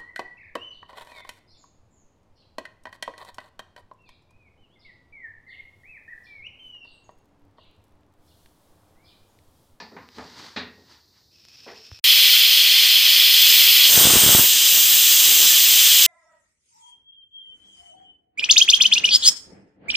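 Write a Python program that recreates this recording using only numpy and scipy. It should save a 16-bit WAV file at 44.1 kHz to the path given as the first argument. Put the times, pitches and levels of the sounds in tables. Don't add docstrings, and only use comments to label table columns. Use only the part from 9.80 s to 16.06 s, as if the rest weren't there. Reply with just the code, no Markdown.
import sys
import numpy as np
from scipy import signal
from scipy.fft import rfft, irfft, next_fast_len
from scipy.io import wavfile
from scipy.ndimage import uniform_filter1d, minimum_filter1d

SR = 44100
rng = np.random.default_rng(int(sys.argv[2]) if len(sys.argv) > 2 else 0)


def to_wav(s):
    ch = np.atleast_2d(s).T
    pcm = np.round(np.clip(ch, -1, 1) * 32767)
    wavfile.write(sys.argv[1], SR, pcm.astype(np.int16))


N = 276219
TIME = np.arange(N) / SR
BINS_HZ = np.maximum(np.fft.rfftfreq(2 * N, 1 / SR), 1)
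CUTOFF_HZ = 15500


def from_db(db):
    return 10 ** (np.asarray(db) / 20)


def rms_one(x):
    return x / np.sqrt(np.mean(x ** 2) + 1e-20)


def in_time(rows):
    times_s, *columns = np.transpose(rows)
    return [np.interp(TIME, times_s, column) for column in columns]


def at_hz(points, hz):
    points = np.array(points)
    return np.interp(np.log(hz), np.log(points[:, 0]), points[:, 1])


def shaped(x, gain):
    size = next_fast_len(N)
    hz = np.arange(size // 2 + 1) * SR / size
    return irfft(rfft(x, size) * np.interp(hz, BINS_HZ, gain), size)[:N]


def noise(colour):
    white = rng.standard_normal(N)
    return rms_one(shaped(white, from_db(at_hz(colour, BINS_HZ))))


def cut(x, hz, kind, order=2):
    sos = signal.butter(order, np.clip(hz, 10, .45 * SR), kind, fs=SR, output="sos")
    return signal.sosfilt(sos, x + 1e-18)


def band(x, low_hz, high_hz):
    return shaped(x, 1. 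* (BINS_HZ >= low_hz) * (BINS_HZ < high_hz))


def drift(rate_hz):
    return rms_one(shaped(rng.standard_normal(N), 1 / (1 + (BINS_HZ / rate_hz) ** 2)))


def running_rms(x):
    return np.sqrt(uniform_filter1d(x ** 2, size=6000))


def lifted(resonances):
    gain = 1
    for hz, width_hz, lift_db in resonances:
        gain = gain + (from_db(lift_db) - 1) / (1 + (2 * (BINS_HZ - hz) / width_hz) ** 2)
    return gain


def swells(rows, rise_db_per_s, fall_db_per_s):
    power = 0
    for start_s, hold_s, level_db in rows:
        before_s = np.maximum(start_s - TIME, 0)
        after_s = np.maximum(TIME - start_s - hold_s, 0)
        power = power + from_db(level_db - rise_db_per_s * before_s - fall_db_per_s * after_s) ** 2
    return np.sqrt(power)


# pitch_hz, level_db (per Hz)
FLOOR_COLOUR = [(25, -10), (86, 4), (173, -7.5), (300, -8.5), (700, -17), (1500, -28), (3000, -38),
                (3700, -12), (4700, -6.5), (6700, -21), (9500, -33), (14500, -22)]


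def floor(level_db=-61):
    return from_db(level_db) * noise(FLOOR_COLOUR)


# start_s, level_db, low_edge_hz, high_edge_hz, rise_s, hollow_pitch_hz, lid_ring_db
KNOCK_EVENTS = [(0.001, -40.5, 1290, 5600, 0.00025, 4770, -30), (0.002, -39.5, 60, 2030, 0.0006, 900, -13),
                (0.117, -46.5, 60, 1100, .001, 392, -16), (0.165, -42.5, 60, 2300, 0.00088, 1000, -24),
                (0.371, -46.5, 60, 1100, 0.0018, 240, -20), (0.383, -37.5, 60, 1390, 0.00056, 760, -11),
                (0.761, -29, 90, 5400, 0.0035, 3900, -15.5), (0.978, -50, 200, 714, 0.002, 320, -25),
                (1.861, -34.5, 378, 746, 0.0042, 445, -27), (1.874, -40.5, 480, 4400, 0.0039, 640, -34)]
# pitch_hz, level_db (per Hz)
KNOCK_SPECTRUM = [(50, -18), (85, -3.5), (125, -18), (180, -6), (250, -2), (340, -11.5), (430, -4.5),
                  (600, -9), (950, -8.5), (1400, -9.5), (1850, -4.5), (3000, -13.5), (4300, -10.5),
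                  (6300, -20), (14000, -50)]
# pitch_hz, level_db, t60_s
LID_MODES = [(246, -1, 0.83), (430, -1.5, 1), (560, -34, 0.26), (870, 8, 0.19), (1240, 2, 0.25),
             (1615, -14, 0.54), (1750, 7, 0.26), (1880, -0.5, 0.75), (2460, 4, 0.25), (3600, -17, 0.33),
             (3800, -26, 0.25), (4200, 3, 0.36), (4673, -12, 0.26), (5100, -25, 0.26)]
# pitch_hz, t60_s
KITCHEN_RING = [(100, 0.72), (260, 0.48), (700, 0.37), (1840, 0.42), (4850, 0.29), (12000, 0.15)]


def knocks(longest_s=0.71, direct_db=-3, direct_s=0.0021, hollow_db=5, hollow_q=5):
    out, age = np.zeros(N), TIME[:SR]
    fall_db = -60 * age
    edges_hz = np.geomspace(50, 16000, 11)
    wash = noise(KNOCK_SPECTRUM)
    bands = []
    for low, high in zip(edges_hz, edges_hz[1:]):
        bands.append((band(wash, low, high), at_hz(KITCHEN_RING, np.sqrt(low * high))))
    chances = rng.standard_normal((len(KNOCK_EVENTS), len(LID_MODES)))
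    for knock, chance in zip(KNOCK_EVENTS, chances):
        start_s, level_db, low_hz, high_hz, rise_s, hollow_hz, lid_db = knock
        start = max(int(start_s * SR), 0)
        room = sum(part[start:start + SR] * from_db(fall_db / t60) for part, t60 in bands)
        hollow = signal.lfilter(*signal.iirpeak(hollow_hz, hollow_q, fs=SR), room)
        metal = 0
        for (hz, mode_db, t60), c in zip(LID_MODES, chance):
            ring = np.sign(c) * from_db(mode_db + 2 * c + fall_db / min(t60, longest_s))
            metal = metal + ring * np.sin(2 * np.pi * hz * age)
        attack = (1 - np.exp(-age / rise_s)) * (1 + from_db(direct_db) * np.exp(-age / direct_s))
        blow = (room + from_db(hollow_db) * hollow + from_db(lid_db) * metal) * attack
        out[start:start + SR] += from_db(level_db) * cut(cut(blow, low_hz, "high"), high_hz, "low")
    return out


# start_s, level_db, pitch_hz
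TICK_EVENTS = [(0.289, -27, 2600), (0.385, -25, 3500), (1.652, -29.5, 4500), (1.686, -32, 5200),
               (2.116, -23.5, 1500), (2.19, -28, 4500)]
# start_s, level_db, pitch_hz, length_s
MICROPHONE_BUMP = (2.117, -35, 88, .018)


def handling(tick_s=0.00016):
    out = np.zeros(N)
    for start_s, level_db, hz in TICK_EVENTS:
        age = np.maximum(TIME - start_s, 0)
        out += from_db(level_db) * np.sin(2 * np.pi * hz * age) * np.exp(-age / tick_s)
    start_s, level_db, hz, length_s = MICROPHONE_BUMP
    age = np.maximum(TIME - start_s, 0)
    return out + from_db(level_db) * np.sin(2 * np.pi * hz * age) * np.exp(-(age / length_s) ** 4)


# start_s, hold_s, level_db
PALM_STROKES = [(.36, 0.29, -50), (.59, 0.077, -44.5), (1.11, 0.015, -52), (1.36, .015, -62)]
STROKE_RISE_DB_PER_S, STROKE_FALL_DB_PER_S = 260, 130
RESTING_HAND_DB, RESTING_ENDS_S = -66, 1.2
# pitch_hz, level_db (per Hz)
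FRICTION_COLOUR = [(59, -39), (100, -8), (188, -12), (300, -6), (682, -17), (936, -6), (1180, -13),
                   (1840, -11), (2470, -17), (2630, -17), (4660, -8.5), (9740, -35.5), (15500, -38)]


def rubbing(grip_db=0.8, body_hz=650):
    palm = swells(PALM_STROKES, STROKE_RISE_DB_PER_S, STROKE_FALL_DB_PER_S)
    resting = from_db(RESTING_HAND_DB) * (TIME < RESTING_ENDS_S)
    stroke = np.hypot(palm, resting)
    firmness = np.sqrt(stroke / stroke.max())
    friction = noise(FRICTION_COLOUR)
    light = shaped(friction, 1 / (1 + (body_hz / BINS_HZ) ** 4))
    bass = friction - light
    return stroke * from_db(grip_db * drift(60)) * (light + firmness * bass)


# start_s, level_db
SEAT_STEPS = [(1.51, -57.5), (1.675, -51.5)]
# pitch_hz, level_db (per Hz)
LEAK_SPECTRUM = [(300, -22), (1200, -17.5), (2200, -13.5), (3100, -7.5), (4000, -8), (5400, -1.5),
                 (6300, -15), (9500, -30), (15000, -26)]
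# pitch_hz, width_hz, lift_db
SEAT_TONES = [(2560, 190, 10.5), (5300, 320, 7)]


def leak(sputter_db=1.8, opens_s=.045):
    power = 0
    for start_s, level_db in SEAT_STEPS:
        age = np.maximum(TIME - start_s, 0)
        power = power + from_db(level_db) ** 2 * (1 - np.exp(-age / opens_s))
    sputter = from_db(sputter_db * drift(90))
    steam = rms_one(shaped(noise(LEAK_SPECTRUM), lifted(SEAT_TONES)))
    return np.sqrt(power) * sputter * steam


# start_s, share (0 beside the jet, 1 over it)
MICROPHONE_PATH = [(3.52, .005), (3.64, 0.21), (4.06, 0.072), (4.13, .9), (4.65, 0.94), (5.6, 0.95),
                   (6.2, 0.76)]


def over_jet():
    return np.clip(in_time(MICROPHONE_PATH)[0], 0, 1)


# start_s, hold_s, level_db
PLUME_GUSTS = [(4.17, 0.43, -27), (4.94, 0.049, -43), (5.14, 0.013, -38.5), (5.48, 0.24, -43)]
GUST_RISE_DB_PER_S, GUST_FALL_DB_PER_S = 165, 262
DRAUGHT_DB = -49
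# pitch_hz, level_db (per Hz)
DRAUGHT_SPECTRUM = [(15, -52), (25, -51), (71, -9.5), (134, -4), (295, -3.5), (479, -3.5), (604, -4.5),
                    (710, -5.5), (1800, -6.5), (2340, -14), (3960, -120)]
PLUME_HISS_DB, PLUME_HISS_HZ = 5.5, (7900, 9100)
# centre_s, level_db
EDDIES = [(4.177, -16.5), (4.254, -11.5), (4.272, -12), (4.337, -15.5), (4.358, -15), (4.368, -12),
          (4.437, -14.5), (4.464, -13.5), (4.478, -18), (4.492, -10.5), (4.55, -8.5), (4.596, -14)]


def buffeting(lumpy_db=2.5, surge_db=1.5, eddy_s=0.0014, eddy_db=1, spray_db=-9, spray_s=0.0023):
    draught = noise(DRAUGHT_SPECTRUM)
    lumps_db = lumpy_db * drift(76) + surge_db * drift(19)
    turbulence = rms_one(draught * from_db(lumps_db))
    puff = cut(noise(DRAUGHT_SPECTRUM), 280, "high")
    hiss = rms_one(cut(rng.standard_normal(N), PLUME_HISS_HZ, "band"))
    gusts = swells(PLUME_GUSTS, GUST_RISE_DB_PER_S, GUST_FALL_DB_PER_S)
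    wind = np.hypot(gusts, from_db(DRAUGHT_DB) * np.sqrt(over_jet()))
    out = wind * (turbulence + from_db(PLUME_HISS_DB) * hiss)
    chances = rng.standard_normal((len(EDDIES), 2))
    for (centre_s, level_db), (size_db, side) in zip(EDDIES, chances):
        age = (TIME - centre_s) / (eddy_s * from_db(size_db))
        push = from_db(eddy_db) * np.sign(side) * np.tanh(5 * age) * np.exp(-np.abs(age))
        spray = from_db(spray_db) * puff * np.exp(-np.abs(TIME - centre_s) / spray_s)
        out = out + from_db(level_db) * (push + spray)
    return out


def wall_ripple(decay_s=.025, share=.4):
    echoes = rng.standard_normal(2 * N) * np.exp(-np.arange(2 * N) / SR / decay_s)
    return np.abs(1 + share * rfft(echoes / np.linalg.norm(echoes)))


# pitch_hz, level_db (per Hz)
BESIDE_COLOUR = [(60, -39), (150, -37.5), (450, -35), (900, -26.5), (1600, -17), (2100, -11), (3200, 1.5),
                 (3750, -2.5), (4500, -2), (5700, -9.5), (7500, -15), (10200, -16.5), (12200, -11.5),
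                 (14100, -3), (15400, -9.5)]
OVER_COLOUR = [(60, -48), (200, -42.5), (800, -25), (1700, -16.5), (2300, -11.5), (3100, 2.5), (3800, -6.5),
               (4600, -6.5), (7400, -2), (9000, -7), (9900, -13.5), (11600, -13.5), (13500, -4),
               (15400, -4)]
# pitch_hz, width_hz, lift_db
BESIDE_RESONANCES = [(1970, 46, 7.5), (2357, 270, 5), (2550, 19, 9), (3010, 27, 3), (3113, 61, 7.5),
                     (3340, 75, 9), (3523, 17.5, 12.5), (3880, 40, 10), (4060, 29, 5.5), (4230, 154, 6.5),
                     (4500, 62, 5), (5060, 270, 7), (6050, 120, 7), (6990, 70, 8), (9000, 350, 2.5)]
OVER_RESONANCES = [(1770, 26, 8.9), (1996, 25, 5.2), (2200, 18, 7.3), (2385, 33, 4.8), (2536, 28, 5.2),
                   (3132, 8.5, 10.5), (3370, 30, 2.2), (3420, 41, 5.4), (3570, 23, 12), (3936, 230, 6.8),
                   (4360, 36, 3.8), (5020, 350, 5.6), (6210, 107, 7.6), (7450, 130, 4.1), (8640, 80, 6),
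                   (11740, 340, 4.7)]
# start_s, level_db
ROAR_CURVE = [(2.27, -13), (3.3, -13.5), (4.06, -12.5), (4.12, -16), (4.55, -17), (4.59, -18.5),
              (4.89, -17), (4.9, -18), (6.11, -15.5), (6.22, -15)]
# start_s, level_db
TREBLE_CURVE = [(2.27, -21.5), (2.49, -21), (2.98, -23.5), (3.58, -20), (3.66, -17.5), (3.92, -16.5),
                (4.05, -20), (4.12, -14.5), (4.22, -14), (4.26, -18), (4.62, -14), (4.78, -22.5),
                (4.93, -17), (6.22, -17)]
ROAR_HZ, TREBLE_FROM_HZ = (1500, 5600), 10500


def jet(shimmer_db=0.36, roar_db=0.0, treble_db=0.0):
    over = over_jet()
    beside = rms_one(shaped(noise(BESIDE_COLOUR), lifted(BESIDE_RESONANCES) * wall_ripple()))
    above = rms_one(shaped(noise(OVER_COLOUR), lifted(OVER_RESONANCES) * wall_ripple()))
    steam = np.sqrt(1 - over) * beside + np.sqrt(over) * above
    body = band(steam, 0, TREBLE_FROM_HZ) / running_rms(band(steam, *ROAR_HZ))
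    treble = band(steam, TREBLE_FROM_HZ, CUTOFF_HZ)
    treble = treble / running_rms(treble)
    body_level_db = in_time(ROAR_CURVE)[0] + roar_db + shimmer_db * drift(3.7)
    treble_level_db = in_time(TREBLE_CURVE)[0] + treble_db + shimmer_db * drift(3.2)
    return body * from_db(body_level_db) + treble * from_db(treble_level_db)


PAUSE_FROM_S, STEAM_ON_S = 2.197, 2.241


def scene():
    quiet = knocks() + handling() + rubbing() + leak() + floor()
    blast = jet() + buffeting()
    mono = quiet * (TIME < PAUSE_FROM_S) + blast * (TIME >= STEAM_ON_S)
    return np.stack([mono, mono])


def record(dry):
    heard = cut(dry, 60, "high")
    allowed = 1 / np.maximum(np.abs(heard) / .97, 1)
    gain = uniform_filter1d(minimum_filter1d(allowed, size=61), size=61)
    top_cut = signal.ellip(10, .05, 50, CUTOFF_HZ, fs=SR, output="sos")
    return signal.sosfiltfilt(top_cut, gain * heard)


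dry = scene()
out = record(dry)
to_wav(out)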